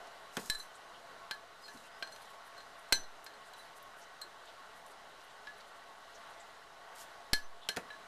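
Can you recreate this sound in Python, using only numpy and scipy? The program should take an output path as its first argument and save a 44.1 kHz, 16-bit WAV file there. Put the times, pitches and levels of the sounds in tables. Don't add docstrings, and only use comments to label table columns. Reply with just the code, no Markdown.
import sys
import numpy as np
from scipy import signal
from scipy.fft import rfft, irfft, next_fast_len
from scipy.io import wavfile
from scipy.ndimage import uniform_filter1d, map_coordinates

SR = 44100
rng = np.random.default_rng(int(sys.argv[2]) if len(sys.argv) > 2 else 0)


def nominal_scale(level):
    x = np.asarray(level, float) / 20
    return 10 ** x


def log_audio(samples):
    frames = np.atleast_2d(samples).T
    limited = np.clip(frames, -1, 1)
    pcm = np.round(limited * 32767).astype(np.int16)
    wavfile.write(sys.argv[1], SR, pcm)


N = 356239


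def unit(x):
    return x / np.sqrt(np.mean(x ** 2) + 1e-20)


def along(points, hz):
    f, v = np.transpose(points)
    return np.interp(np.log(hz + 1), np.log(f + 1), v)


def filtered(x, response):
    m = next_fast_len(len(x) + 8192)
    return irfft(rfft(x, m) * response(np.fft.rfftfreq(m, 1 / SR)), m)[:len(x)]


def peaks(table):
    def response(f):
        total = 0
        for k, (centre, width, db) in enumerate(table):
            resonance = 1j * f * width / (centre * centre - f * f + 1j * f * width)
            total = total + (-1) ** k * nominal_scale(db) * resonance
        return total
    return response


def wobble(rate):
    return map_coordinates(rng.standard_normal(int(N * rate / SR) + 4), [np.arange(N) * rate / SR])


def add(out, s, sound):
    part = out[round(s * SR):][:len(sound)]
    part += sound[:len(part)]


def burst(response, t60, size):
    return unit(filtered(rng.standard_normal(size), response)) * nominal_scale(-60 * np.arange(size) / SR / t60)


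def ring(t, s, crack_db, ring_db, bright_db, place):
    # (pitch [Hz], basic t60 [s], level [dB], turn of the pattern [degrees])
    mug = [(4205, .105, 0, 10), (1580, .095, -4.3, 0), (1705, .2, 2, 90), (3985, .095, 2.8, 100),
           (6067, .22, -13.3, 137), (8075, .08, -14.5, 0), (7130, .08, -18, 0)]
    waves = [3, 2, 2, 3, 4, 0, 0]
    # (pitch [Hz], basic t60 [s], level against the crack setting [dB])
    spoon = [(2039, 0.057, -23), (3117, 0.053, -21), (3390, 0.11, -37), (5460, 0.023, -16.5),
             (10400, 0.1, -36), (11400, .06, -57), (12900, .05, -32)]
    # (until [s], pitch ratio, frequency of unchanged decay [Hz], power of frequency in the decay)
    lifted = (.7, 1.009, 2900, .75)
    until, pitch_ratio, same_decay_hz, decay_power = lifted

    hz, t60, mode_db = np.transpose([mode[:3] for mode in mug + spoon])[:, :, None]
    turn = np.transpose(mug)[-1]
    motion = np.abs(np.cos(np.radians(np.multiply(waves, place) - turn)))
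    wall = nominal_scale(ring_db + bright_db * np.log2(np.transpose(mug)[0] / 4500)) * motion
    strength = np.append(wall, np.full(len(spoon), nominal_scale(crack_db)))[:, None]
    strength = strength * nominal_scale(mode_db + rng.normal(0, 1, hz.shape))

    free = np.clip(1 + (crack_db + 20) / 110, .78, 1.05)
    pitch = hz
    if s < until:
        pitch = hz * pitch_ratio
        free = free * np.minimum((hz / same_decay_hz) ** decay_power, 1.3)

    knots = rng.standard_normal((len(hz), 30))
    touch = np.array([np.interp(t, np.linspace(0, t[-1], 30), k) for k in knots])
    level = strength * nominal_scale(2.5 * touch - 60 * t / t60 / free)
    modes = level * np.sin(2 * np.pi * (pitch * t + .04 * touch))
    rise_s = .0002 * nominal_scale(-.75 * (crack_db + 12))
    return modes.sum(axis=0) * (1 - np.exp(-t / rise_s))


def crack(t, crack_db, bright_db):
    # (frequency [Hz], density [dB per Hz])
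    colour = [(35, -31), (60, -10), (514, -4.5), (1360, -7), (4510, -1.5), (6090, -13), (8030, -10),
              (9010, -18.5), (12200, -13.5), (14000, -30), (15000, -42)]
    weight_hz = min(60 * nominal_scale(-1.3 * (crack_db + 12)), 1200)

    def response(f):
        tilt_db = bright_db * np.log2(np.maximum(f, 1800) / 4500)
        return nominal_scale(along(colour, f) + tilt_db) * f / (f + weight_hz)

    noise = burst(response, t60=0.029, size=len(t))
    chatter = nominal_scale(3.0 * np.cos(2 * np.pi * t / 0.00273))
    return nominal_scale(crack_db - 7.0) * noise * chatter * (1 - np.exp(-t / 0.00017))


def taps():
    # (time [s], crack setting [dB], ring setting [dB], brightness [dB per octave],
    #  place around the wall from the handle [degrees])
    blows = [(0.4987, -21.5, -28.0, 4.5, 146.0), (0.5476, -42.0, -36.5, 2.5, 101.0),
             (0.597, -44.0, -41.0, 1.5, 83.0), (1.3104, -24.5, -36.5, -4.0, 9.0),
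             (1.6803, -44.0, -45.0, 0.0, 72.0), (1.7732, -45.0, -56.5, 1.5, 102.0),
             (2.0249, -28.5, -38.0, -7.0, 179.0), (2.072, -46.0, -44.0, -1.0, 4.0),
             (2.1211, -47.5, -42.5, 1.0, 1.0), (2.161, -42.5, -56.5, 0.0, 4.0),
             (2.2194, -49.0, -55.5, 2.0, 176.0), (2.5631, -55.0, -46.5, -2.0, 179.0),
             (2.579, -49.0, -46.0, 0.5, 177.0), (2.604, -47.0, -50.0, -4.0, 176.0),
             (2.9241, -11.0, -19.5, 1.5, 177.0), (3.034, -52.0, -45.5, 1.0, 175.0),
             (3.2638, -37.0, -45.0, -1.5, 7.0), (3.3368, -54.0, -50.5, -0.5, 4.0),
             (3.5342, -43.5, -50.0, 1.0, 96.0), (3.5644, -53.0, -52.5, 2.0, 95.0),
             (3.5893, -55.0, -45.0, 0.5, 97.0), (4.2149, -37.5, -37.5, 6.5, 12.0),
             (5.471, -37.5, -55.5, -9.5, 43.0), (7.3322, -12.5, -27.0, 2.0, 63.0),
             (7.6879, -19.0, -33.0, -1.0, 6.0), (7.9031, -39.0, -55.5, -10.0, 39.0),
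             (7.928, -54.0, -57.5, 1.0, 95.0)]
    out, t = np.zeros(N), np.arange(SR // 4) / SR
    for s, crack_db, ring_db, bright_db, place in blows:
        add(out, s, ring(t, s, crack_db, ring_db, bright_db, place) + crack(t, crack_db, bright_db))
    return out


def smears(count=36):
    # (from [s], to [s], length [s], middle level [dB], spread either way [dB], middle pitch [Hz], width [Hz])
    brushes = (1, 6.8, .035, -71, 2.5, 7500, 4000)
    start, end, length, db, spread_db, hz, width = brushes
    strokes = []
    for when, strong, high in rng.random((count, 3)):
        middle = start + (end - start) * when
        strokes.append((middle, length, db + spread_db * (2 * strong - 1), hz * (.5 + high), width))
    return strokes


def scrape():
    # (middle [s], length [s], level before the grit [dB], centre [Hz], resonance width [Hz])
    strokes = [(0.453, 0.3, -56, 6260, 9000), (0.571, 0.23, -58.5, 8440, 8000),
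               (0.759, 0.04, -64, 8100, 2500), (0.955, 0.043, -60.5, 3100, 500),
               (1.655, 0.043, -53, 4250, 120), (1.747, 0.46, -68, 6800, 7040),
               (1.759, 0.044, -59.5, 250, 302), (1.859, 0.057, -61, 2680, 300),
               (2.213, 0.43, -71, 9550, 7000), (2.469, 0.044, -63.5, 9700, 6000),
               (3.472, .053, -65.5, 8400, 4000), (3.593, .054, -64, 10000, 5000),
               (3.773, 0.04, -66, 9000, 9000), (3.984, .06, -69, 9300, 7000),
               (4.028, 0.052, -62.5, 5950, 2500), (4.253, 0.11, -65, 420, 303),
               (4.49, .08, -58.5, 3440, 1500), (4.78, .07, -69, 10000, 6000),
               (4.914, .04, -66.5, 8300, 4000), (5.304, 0.11, -66, 3440, 900),
               (5.609, 0.043, -68, 4400, 900), (6.158, 0.035, -60.5, 5860, 1800),
               (6.409, 0.031, -63, 7300, 1500), (7.003, 0.12, -54, 6000, 11200),
               (7.447, 0.079, -68, 6080, 30), (7.644, 0.07, -59.5, 3440, 900),
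               (7.874, .066, -56, 1100, 120)]
    out, grit = np.zeros(N), nominal_scale(1.9 * wobble(400) + 1.7 * wobble(50))
    t = np.arange(16000) / SR
    for s, length, db, hz, width in strokes + smears():
        noise = filtered(rng.standard_normal(16000), lambda f: peaks([(hz, width, 0)])(f) ** 2)
        swell = np.sin(np.pi * np.clip(t / length, 0, 1)) ** 1.15
        add(out, s - length / 2, nominal_scale(db) * unit(noise) * swell)
    return out * grit


def thuds():
    knocks = [(0.369, -20.5), (7.689, -34), (7.7633, -28), (7.7692, -21)]
    # (centre [Hz], width [Hz], level [dB])
    table_top = [(180, 66, -2.5), (345, 107, -0.5), (485, 78, 0.5), (710, 87, -3), (1420, 720, -9.5),
                 (2050, 260, -10), (2500, 140, -14), (4240, 49, -16)]
    out = np.zeros(N)
    for s, db in knocks:
        contact = burst(lambda f: peaks([(2500, 7000, 0)])(f) ** 2, t60=0.022, size=2000)
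        rumble = burst(peaks(table_top), t60=0.094, size=9000)
        add(out, s, nominal_scale(db - 12.0) * contact)
        add(out, s, nominal_scale(db - 10.0) * rumble)
    return out


def ticks():
    # (time [s], level setting [dB], centre [Hz])
    snaps = [(0.0711, -45, 6150), (1.8545, -54, 6130), (2.2542, -47, 6050), (2.304, -50, 7360),
             (3.243, -38, 11000), (3.8261, -42.5, 12100), (4.4562, -48, 6950), (4.8633, -45, 7520)]
    out = np.zeros(N)
    for s, db, hz in snaps:
        snap = burst(lambda f: peaks([(hz, .8 * hz, 0)])(f) ** 2, t60=0.035, size=3000)
        add(out, s, nominal_scale(db - 11.5) * snap)
    return out


def whistle():
    # (start [s], length [s], level before roughness [dB])
    tones = [(1.61, .08, -66.5), (1.8, .09, -71), (1.91, .21, -71), (2.18, .07, -75)]
    t = np.arange(N) / SR
    on = sum(nominal_scale(db) * np.sin(np.pi * np.clip((t - s) / length, 0, 1)) ** .5 for s, length, db in tones)
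    hz = 4980 + 14 * wobble(60)
    tone = np.sin(2 * np.pi * np.cumsum(hz) / SR)
    return np.sqrt(2) * on * nominal_scale(3.5 * wobble(45)) * tone


def fan():
    # (frequency [Hz], density [dB per Hz])
    air_colour = [(18, -40), (30, -4.5), (49, -18.5), (160, -14), (356, -12), (678, -1.5), (999, -4.5),
                  (1110, -3), (1720, -7.5), (1950, -7.5), (2400, -15.5), (4020, -13.5), (4810, -18),
                  (10200, -27), (14200, -34)]
    # (centre [Hz], width [Hz], lift over the air noise [dB])
    housing = [(420, 19.5, 7), (682.3, 21, 7.5), (887, 44, 5), (1100, 36.4, 9.5), (1370, 7.7, 11.5),
               (1500, 56, 7), (1922, 23, 6), (2935, 430, 4), (3960, 69, 4.5)]
    z = signal.stft(rng.standard_normal(N), nperseg=512)[2]
    patches = uniform_filter1d(uniform_filter1d(rng.standard_normal(z.shape), 6, 0), 10, 1)
    air = signal.istft(z * nominal_scale(0.96 * unit(patches)), nperseg=512)[1][:N]

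    def response(f):
        lift_db = sum(db / (1 + (2 * (f - c) / w) ** 2) for c, w, db in housing)
        return nominal_scale(along(air_colour, f) + lift_db)

    level_db = -54 + 0.85 * wobble(2.53)
    return nominal_scale(level_db) * unit(filtered(air, response))


def kitchen(x):
    # (frequency [Hz], t60 [s])
    decay = [(200, 0.42), (2000, 0.18), (10000, 0.21)]
    hz, t, z = signal.stft(rng.standard_normal(SR // 2), SR, nperseg=256)
    tail = signal.istft(z * nominal_scale(-60 * t / along(decay, hz)[:, None]), SR, nperseg=256)[1]
    delayed = np.pad(x, (150, 0))
    return signal.fftconvolve(delayed, tail / np.linalg.norm(tail))[:N]


def scene():
    near = taps() + thuds() + ticks() + scrape()
    return (near + nominal_scale(-12.5) * kitchen(near) + whistle() + fan())[None]


def baseline(settle_s=0.094):
    # (start [s], held depth before the capacitor [dB], held until [s after start], back at [s after start])
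    swings = [(0.4978, -41.5, 0.048, 0.073), (2.926, -37.5, 0.068, .1), (7.331, -30, 0.019, .12)]
    kick, offset = 0.8, -.0004
    t, drop = np.arange(N) / SR, np.zeros(N)
    for s, db, held, back in swings:
        drop -= nominal_scale(db) * np.interp(t - s, [0, .0015, .0029, held, back], [0, 1 + kick, 1, 1, 0])

    def capacitor(f):
        turn = 2j * np.pi * f * settle_s
        return turn / (1 + turn)

    return filtered(drop, capacitor) + offset


def roll_off(x):
    return signal.sosfilt(signal.butter(12, 15130, fs=SR, output="sos"), x)


def record(dry):
    mix = filtered(dry[0] + baseline(), lambda f: f < 14250)
    return roll_off(mix[None])


dry = scene()
out = record(dry)
log_audio(out)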